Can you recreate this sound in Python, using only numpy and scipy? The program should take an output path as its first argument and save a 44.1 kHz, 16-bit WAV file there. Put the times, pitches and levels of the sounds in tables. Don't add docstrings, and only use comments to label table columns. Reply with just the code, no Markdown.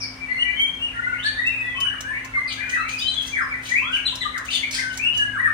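import sys
import numpy as np
from scipy import signal
from scipy.fft import rfft, irfft, next_fast_len
from scipy.io import wavfile
from scipy.ndimage import map_coordinates

SR = 44100
rng = np.random.default_rng(int(sys.argv[2]) if len(sys.argv) > 2 else 0)


def bounce(signal):
    frames = np.transpose(np.atleast_2d(signal))
    limited = np.clip(frames, -1, 1)
    pcm = np.round(limited * 32767).astype(np.int16)
    wavfile.write(sys.argv[1], SR, pcm)


N = 243873


def undb(db):
    return 10 ** (np.asarray(db) / 20)


def unit(x):
    return x / np.sqrt(np.mean(x ** 2))


def walk(rate, size):
    knots = rng.standard_normal(int(size / SR * rate) + 3)
    positions = np.arange(size) / SR * rate
    return map_coordinates(knots, [positions], order=2, mode="nearest")


def colour(x, points):
    hz, db = np.transpose(points)
    size = next_fast_len(x.shape[-1])
    f = np.maximum(np.fft.rfftfreq(size, 1 / SR), 1)
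    gain = undb(np.interp(np.log(f), np.log(hz), db))
    return irfft(rfft(x, size) * gain, size)[..., :x.shape[-1]]


def add(out, start, x):
    i = max(int(start * SR), 0)
    out[..., i:i + x.shape[-1]] += x[..., :max(N - i, 0)]


def pan(x, left_db):
    return x * unit(undb([[left_db], [0]]))


def room(x, wet_db, cage_db, cage_s=0.0097, build_s=0.006, direct_db=-6.0):
    t60_s, treble_t60_s, split_hz = 0.47, 0.34, 5000
    port_lag_s = 0.00023
    t = np.arange(int(.8 * SR)) / SR
    noise = rng.standard_normal((2, len(t)))
    low = signal.sosfilt(signal.butter(2, split_hz, fs=SR, output="sos"), noise)
    high = signal.sosfilt(signal.butter(2, split_hz, "high", fs=SR, output="sos"), noise)
    tail = low * undb(-60 * t / t60_s) - high * undb(-60 * t / treble_t60_s)
    tail = unit(tail * (1 - np.exp(-t / build_s)))
    slaps = rng.standard_normal((3, len(t))) ** 3 * np.exp(-t / cage_s)
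    cage = unit(slaps[:2] + 0.48 * slaps[2])
    response = (undb(wet_db) * tail + undb(cage_db) * cage) / np.sqrt(len(t))
    response[:, 0] += undb(direct_db)
    response[0] = np.roll(response[0], int(port_lag_s * SR))
    return signal.fftconvolve(x, response, axes=1)[:, :N]


def drone(trim_db=-1):
    # (time [s], frequency [Hz], relative level [dB])
    course = [(0.0, 108.4, -43), (0.231, 112.4, -53), (0.73, 110.8, -55.5), (1.09, 111.1, -47),
              (2.57, 111.0, -48.5), (4.53, 110.9, -52), (5.499, 110.9, -43)]
    when, hz, db = np.transpose(course)
    time = np.arange(N) / SR
    phase = 2 * np.pi * np.cumsum(np.interp(time, when, hz) + .5 * walk(5.66, N)) / SR
    return undb(np.interp(time, when, db) + trim_db) * np.sin(phase)


def hum():
    # (frequency [Hz], relative level [dB])
    tones = [(57, -55), (262, -48.5), (524, -64.5)]
    out = np.zeros(N)
    for hz, db in tones:
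        level = undb(db + 1.5 * walk(13.0, N))
        phase = 2 * np.pi * np.cumsum(hz + .5 * walk(7.88, N)) / SR
        out += level * np.sin(phase)
    return out


def background(air_db=-42.5, wide_hz=600):
    # (frequency [Hz], relative level [dB])
    air_colour = [(20, -27), (32, -11), (45, 4), (80, 2), (130, -3.5), (220, -3.5), (320, -7.5), (470, -11),
                  (900, -9.5), (1800, -8.5), (3000, -16), (5200, -27), (6300, -24), (7400, -31),
                  (8800, -24.5), (11000, -37), (15000, -38)]
    mid, side = colour(rng.standard_normal((2, N)), air_colour)
    side = signal.sosfilt(signal.butter(1, wide_hz, "high", fs=SR, output="sos"), side)
    air = undb(air_db) * unit(np.array([mid + side, mid - side]))
    machine = np.sqrt(2) * (hum() + drone())
    return air + machine * undb([[.7], [-.7]])


def syrinx(hz, pressure):
    # (multiple of the pitch, relative level [dB])
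    overtone_levels = [(2, -21.5), (3, -35), (4, -57), (5, -35)]
    # (frequency [Hz], gain [dB])
    beak = [(2000, -19), (5200, -14), (6300, -9), (7500, 1), (8900, 7), (10000, -3.5), (11300, -4.5),
            (13000, -2), (14700, -10)]
    phase = 2 * np.pi * np.cumsum(hz) / SR
    overtones = sum(undb(db) * np.sin(round(k) * phase)
                    for k, db in overtone_levels if k * hz.max() < SR / 2)
    return np.sqrt(2 * pressure) * (np.sin(phase) + pressure * colour(overtones, beak))


def buzzes(uneven=0.207, left_db=5, force=1.26, dull_hz=10200):
    # (time [s], length [s], start [Hz], end [Hz], pitch swing [Hz],
    #                mean swing rate [1/s], level ahead of the room [dB])
    calls = [(0.0, 0.044, 5610, 4670, 430, 146, -31), (2.473, 0.031, 4506, 4320, 500, 155, -34),
             (2.496, 0.042, 3814, 2810, 605, 148, -33.5)]
    out = np.zeros(N)
    for start, length, start_hz, end_hz, swing_hz, rate, db in calls:
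        size = int(length * SR)
        swings_per_s = rate * (1 + uneven * walk(198.3, size))
        shake = signal.sawtooth(2 * np.pi * np.cumsum(swings_per_s) / SR, .5)
        hz = np.linspace(start_hz, end_hz, size) + swing_hz * shake
        note = syrinx(hz, force * signal.windows.tukey(size, .4))
        add(out, start, undb(db) * unit(note))
    out = signal.sosfilt(signal.butter(6, dull_hz, fs=SR, output="sos"), out)
    return room(pan(out, left_db), wet_db=-0.5, cage_db=-1.0)


def whistle(hz, crest, waver_hz=19, rasp=0.00067, harsh=0.015, flutter_db=2.0, edge=0.074, swell_db=5):
    size = len(hz)
    u = np.linspace(0, 1, size)
    sweep = np.clip(np.ptp(hz) * SR / size / 30000, 0, 1)
    strain = sweep ** 2 * np.clip((hz.max() - 3000) / 1500, 0, 1)
    hz = hz * (1 + (rasp + harsh * strain) * walk(700, size)) + waver_hz * walk(46.6, size)
    push = np.minimum(u / crest, (1 - u) / (1 - crest))
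    db = swell_db * (push - .5) + flutter_db * walk(78.2, size)
    return syrinx(hz, np.sin(np.pi / 2 * push)) * signal.windows.tukey(size, edge) * undb(db)


def glide(length, start_hz, end_hz, bend):
    u = np.linspace(0, 1, int(length * SR))
    return start_hz + (end_hz - start_hz) * (u + bend * u * (1 - u))


def drop(length, top_hz, bottom_hz):
    hook_share, hook_s = 0.0928, 0.00606
    lateness = 1.32
    u = np.linspace(0, 1, int(length * SR))
    hook = 1 - hook_share * np.exp(-u * length / hook_s)
    fall = np.sin(np.pi / 2 * u ** lateness) ** 2
    return hook * top_hz * (bottom_hz / top_hz) ** fall


def quiver(size, per_s=85, uneven=0.258):
    return np.sin(2 * np.pi * np.cumsum(per_s * (1 + uneven * walk(58.0, size))) / SR)


def song():
    # (time [s], length [s], start [Hz], end [Hz], level [dB], perch)
    whistles = [(0.0, 0.067, 2416, 2210, -36, "middle"), (0.199, 0.076, 2404, 2260, -36, "left"),
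                (0.272, 0.19, 4450, 4120, -55, "left"), (0.279, 0.11, 1937, 2193, -28.5, "near"),
                (0.39, 0.18, 1910, 2045, -33, "near"), (0.444, 0.081, 2337, 2324, -32.5, "left"),
                (0.534, 0.14, 2096, 2410, -29, "back"), (0.655, 0.04, 3160, 3212, -25.5, "near"),
                (1.247, 0.025, 4470, 4430, -32, "left"), (3.527, 0.025, 2205, 1903, -29.5, "ahead"),
                (0.933, 0.1, 1427, 1440, -38, "back"), (1.574, 0.066, 2582, 2565, -30, "near"),
                (2.769, 0.054, 1403, 1215, -28.5, "middle"), (1.601, 0.16, 3640, 3200, -50, "middle"),
                (1.604, 0.12, 1978, 1950, -30, "ahead"), (1.744, 0.18, 3097, 2852, -28.5, "near"),
                (2.332, 0.085, 2168, 2027, -25.5, "ahead"), (2.452, 0.1, 2610, 2190, -41, "left"),
                (2.564, 0.15, 2273, 2502, -35.5, "left"), (2.66, 0.07, 1522, 1495, -37, "back"),
                (2.699, 0.165, 2496, 2694, -36, "back"), (2.774, 0.0526, 3730, 4200, -47, "near"),
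                (3.4, 0.053, 5180, 5050, -50.5, "left"), (3.698, 0.041, 1795, 2114, -22.5, "middle"),
                (3.741, 0.058, 1998, 2750, -21.5, "middle"), (4.736, 0.23, 1577, 1496, -38, "ahead"),
                (5.12, 0.115, 2985, 2856, -26.5, "ahead"), (5.17, 0.092, 1727, 1608, -28.5, "near"),
                (5.429, 0.077, 1912, 1757, -25, "close")]
    # (time [s], length [s], start [Hz], top [Hz], level [dB], perch)
    upslurs = [(0.378, 0.06, 2680, 2947, -26.5, "close"), (0.547, 0.12, 3053, 3186, -26, "near"),
               (0.793, 0.071, 2660, 2925, -28.5, "close"), (0.928, 0.057, 1613, 1886, -34, "back"),
               (1.024, 0.037, 1877, 2070, -28.5, "near"), (1.167, 0.051, 2500, 3120, -37.5, "middle"),
               (1.221, 0.026, 3116, 3915, -33.5, "back"), (1.236, 0.045, 1620, 1812, -23, "middle"),
               (1.273, 0.24, 3390, 3804, -46, "back"), (1.356, 0.051, 1684, 1964, -25, "middle"),
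               (1.447, 0.049, 2578, 2710, -26, "ahead"), (1.495, 0.09, 2400, 2557, -31.5, "middle"),
               (1.744, 0.052, 960, 1160, -37, "middle"), (2.57, 0.032, 1570, 1720, -34, "back"),
               (2.791, 0.21, 1985, 2563, -33, "back"), (2.993, 0.0404, 3300, 3826, -30, "middle"),
               (3.8, 0.19, 950, 1660, -35, "back"), (4.481, 0.012, 2190, 2840, -29, "near"),
               (4.767, 0.033, 1445, 2122, -25.5, "left"), (4.976, 0.11, 2107, 2916, -23, "left"),
               (5.358, 0.055, 1399, 1974, -23, "middle")]
    # (time [s], length [s], top [Hz], bottom [Hz], level [dB], perch)
    downslurs = [(.862, 0.039, 2870, 2300, -40, "left"), (1.123, 0.046, 2198, 1815, -33, "back"),
                 (1.246, 0.032, 4520, 2820, -32, "left"), (1.918, 0.037, 1804, 1065, -33, "back"),
                 (2.33, 0.042, 2157, 1156, -36, "ahead"), (2.593, 0.038, 2243, 1440, -33, "back"),
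                 (2.73, 0.05, 2054, 1243, -26, "middle"), (3.316, 0.13, 2413, 1061, -27, "back"),
                 (3.507, 0.05, 2445, 1728, -31.5, "ahead"), (3.945, 0.034, 3080, 2120, -28.5, "left"),
                 (4.051, 0.05, 4203, 2676, -26.5, "middle"), (4.204, 0.038, 4205, 2780, -30.5, "near"),
                 (4.21, 0.029, 2113, 1640, -30, "middle"), (4.32, 0.082, 2230, 1056, -30.5, "back"),
                 (4.789, 0.045, 2136, 1570, -32, "left"), (5.317, 0.08, 1700, 1035, -29.5, "back"),
                 (5.441, 0.049, 1794, 1136, -26, "middle")]
    # (time [s], length [s], start [Hz], end [Hz], pitch swing [Hz], level [dB], perch)
    warbles = [(1.818, 0.12, 1350, 1832, 125, -36, "middle"), (2.038, 0.11, 1500, 1866, 40, -30.5, "ahead"),
               (2.124, 0.081, 2082, 2167, 205, -32.5, "ahead"),
               (2.599, 0.059, 2050, 1740, 258, -37, "left"), (2.699, 0.07, 1913, 1951, 60, -30.5, "ahead"),
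               (2.977, 0.023, 4975, 4800, 69.4, -29, "left"), (2.979, .15, 2880, 3200, 25, -31, "near"),
               (3.065, 0.053, 3970, 4034, 55, -31, "middle"),
               (3.126, 0.086, 3590, 3298, 44.5, -31.5, "middle"),
               (3.164, 0.081, 3195, 3280, 25.2, -33.5, "near"), (3.344, .085, 2280, 1504, 236, -28, "back"),
               (3.82, 0.0753, 2950, 3440, 50, -34.5, "middle"),
               (3.927, 0.031, 2886, 3005, 110, -25, "ahead"), (4.554, .022, 3290, 3170, 328, -31, "near"),
               (4.625, 0.03, 2098, 2300, 109, -27, "middle")]
    # (time [s], top pitch [Hz], level [dB], perch)
    chips = [(0.412, 2960, -28, "near"), (0.984, 1472, -34, "close"), (1.064, 1470, -28.5, "close"),
             (1.121, 1465, -27.5, "close"), (1.426, 2005, -24.5, "ahead"), (1.759, 2648, -27, "middle"),
             (2.101, 1018, -41, "middle"), (2.239, 1066, -39.5, "middle"), (2.368, 1164, -32.5, "middle"),
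             (3.685, 2327, -31, "middle"), (3.815, 1048, -33.5, "middle"), (4.119, 1029, -38, "middle"),
             (4.25, 1246, -29.5, "middle"), (4.896, 2994, -41, "back")]

    for start, length, start_hz, end_hz, db, perch in whistles:
        hz = glide(length, start_hz, end_hz, bend=0)
        yield start, undb(db) * whistle(hz, crest=0.53), perch
    for start, length, start_hz, top_hz, db, perch in upslurs:
        hz = glide(length, start_hz, top_hz, bend=.85)
        yield start, undb(db) * whistle(hz, crest=0.76), perch
    for start, length, top_hz, bottom_hz, db, perch in downslurs:
        hz = drop(length, top_hz, bottom_hz)
        yield start, undb(db) * whistle(hz, crest=0.3), perch
    for start, length, start_hz, end_hz, swing_hz, db, perch in warbles:
        hz = glide(length, start_hz, end_hz, bend=0.588)
        yield start, undb(db) * whistle(hz + swing_hz * quiver(len(hz)), crest=0.57), perch
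    chip_s, droop = 0.022, 0.058
    arch = 1 - droop * np.linspace(-1, 1, int(chip_s * SR)) ** 2
    for start, hz, db, perch in chips:
        yield start, undb(db) * whistle(hz * arch, crest=0.52), perch


def birds():
    perches = {"close": (5.6, 1.8), "near": (6.9, 0.4), "left": (5.1, -9.5), "ahead": (2.8, 0.53),
               "middle": (3.8, -3), "back": (3.1, -5.5)}
    voices = {perch: np.zeros(N) for perch in perches}
    for start, note, perch in song():
        add(voices[perch], start, note)
    return sum(room(pan(voices[perch], left_db), wet_db=1.5, cage_db=-1.0, direct_db=direct_db)
               for perch, (left_db, direct_db) in perches.items())


def far_chatter(count=100, chatter_db=-46):
    out = np.zeros(N)
    for when, length, pitch, bend, fall in rng.random((count, 5)):
        start_hz = 1450 * 2 ** (.8 * pitch)
        end_hz = start_hz * (1 + .5 * (fall - .5))
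        contour = glide(0.0615 + 0.091 * length, start_hz, end_hz, 2 * bend - 1)
        add(out, when * N / SR, whistle(contour, crest=0.95))
    return undb(chatter_db) * unit(room(np.array([out, out]), wet_db=39, cage_db=-1))


def rustles(grain_db=5, stroke_db=5.0):
    # (time [s], length [s], level ahead of taper and room [dB])
    bursts = [(1.228, 0.068, -53.5), (2.481, 0.068, -49.5), (2.679, 0.088, -47), (2.874, 0.093, -46),
              (2.966, 0.073, -45.5), (3.066, 0.096, -54), (3.201, 0.12, -46), (3.612, 0.13, -45),
              (3.906, 0.084, -51), (4.06, 0.24, -59), (4.439, 0.076, -50.5), (4.498, 0.085, -42),
              (4.921, 0.036, -46), (5.129, 0.077, -50)]
    # (frequency [Hz], relative gain [dB])
    rustle_colour = [(1200, -18), (3000, 5), (4900, -0.5), (5500, -6), (6300, 7), (7400, -7), (8600, -2),
                     (10500, -13.5), (13000, -17.5), (15000, -11)]
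    bands = [(1000, 4500), (4500, 8000), (8000, 17000)]
    out = np.zeros(N)
    for start, length, db in bursts:
        size = int(length * SR)
        brush = np.zeros(size)
        for edges in bands:
            grain = unit(undb(grain_db * walk(310.0, size) + stroke_db * walk(65, size)))
            band = signal.butter(2, edges, "band", fs=SR, output="sos")
            brush += signal.sosfilt(band, rng.standard_normal(size) * grain)
        burst = unit(colour(brush, rustle_colour)) * signal.windows.tukey(size, .4)
        add(out, start, undb(db) * burst)
    return room(np.array([out * undb(6), out]), wet_db=1.5, cage_db=2.0, direct_db=-3.0)


def rasps(droop=0.352, upper_db=-6.5, rough=0.012, force=2.2, left_db=5):
    # (time [s], length [s], top of lower voice [Hz], top of upper voice [Hz],
    #                       level of both voices together, ahead of the room [dB])
    syllables = [(1.238, 0.019, 3320, 4430, -38), (4.502, .018, 3280, 4730, -26.5),
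                 (4.5265, 0.0136, 3650, 4770, -23.5), (4.547, .011, 3590, 4590, -19.5),
                 (4.567, .016, 3380, 4600, -27.5)]
    out = np.zeros(N)
    for start, length, lower_hz, upper_hz, db in syllables:
        size = int(length * SR)
        arch = 1 - droop * np.linspace(-1, 1, size) ** 2
        pressure = force * signal.windows.tukey(size, .3)
        lower = syrinx(lower_hz * arch * (1 + rough * walk(780, size)), pressure)
        upper = syrinx(upper_hz * arch * (1 + rough * walk(780, size)), pressure)
        add(out, start, undb(db) * unit(lower + undb(upper_db) * upper))
    return room(pan(out, left_db), wet_db=-3, cage_db=0.0, direct_db=-4.5)


def ticks(decay_s=0.0032, tick_db=-6):
    # (time [s], level ahead of tick_db and the room [dB])
    snaps = [(1.466, -30.5), (1.8028, -22), (2.0067, -23), (2.2467, -30), (4.154, -23), (4.3776, -23),
             (4.709, -22), (4.973, -20), (5.173, -25)]
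    # (frequency [Hz], relative gain [dB])
    snap_colour = [(1200, -2.5), (3000, 1.5), (5200, 5.5), (6400, 12.5), (8500, -3.5), (11000, -7),
                   (15000, -10)]
    out = np.zeros(N)
    t = np.arange(int(0.063 * SR)) / SR
    for start, db in snaps:
        noise = unit(colour(rng.standard_normal(len(t)), snap_colour))
        add(out, start, undb(db + tick_db) * noise * np.exp(-t / decay_s))
    return room(np.array([out, out]), wet_db=-5.5, cage_db=5.5, cage_s=0.012)


def scratches(decay_s=0.028, grain_db=5):
    # (time [s], level ahead of decay and room [dB])
    scrapes = [(4.722, -32.5), (4.741, -31), (4.774, -33.5), (4.787, -41)]
    # (frequency [Hz], relative gain [dB])
    scrape_colour = [(1400, -20), (2500, -3), (3700, -5.5), (4950, 0), (6060, -3.5), (7500, -15.5),
                     (9000, -6), (10900, -24), (15200, -28)]
    out = np.zeros(N)
    t = np.arange(int(.1 * SR)) / SR
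    for start, db in scrapes:
        snaps = rng.standard_normal(len(t)) * undb(grain_db * walk(700, len(t)))
        add(out, start, undb(db) * unit(colour(snaps, scrape_colour)) * np.exp(-t / decay_s))
    return room(np.array([out * undb(3), out]), wet_db=1, cage_db=1.5)


def scene():
    calls = buzzes() + birds() + far_chatter() + rasps()
    cage_noises = rustles() + ticks() + scratches()
    return background() + calls + cage_noises


def record(dry, top_hz=15800):
    return signal.sosfilt(signal.ellip(10, .2, 80, top_hz, fs=SR, output="sos"), dry)


dry = scene()
out = record(dry)
bounce(out)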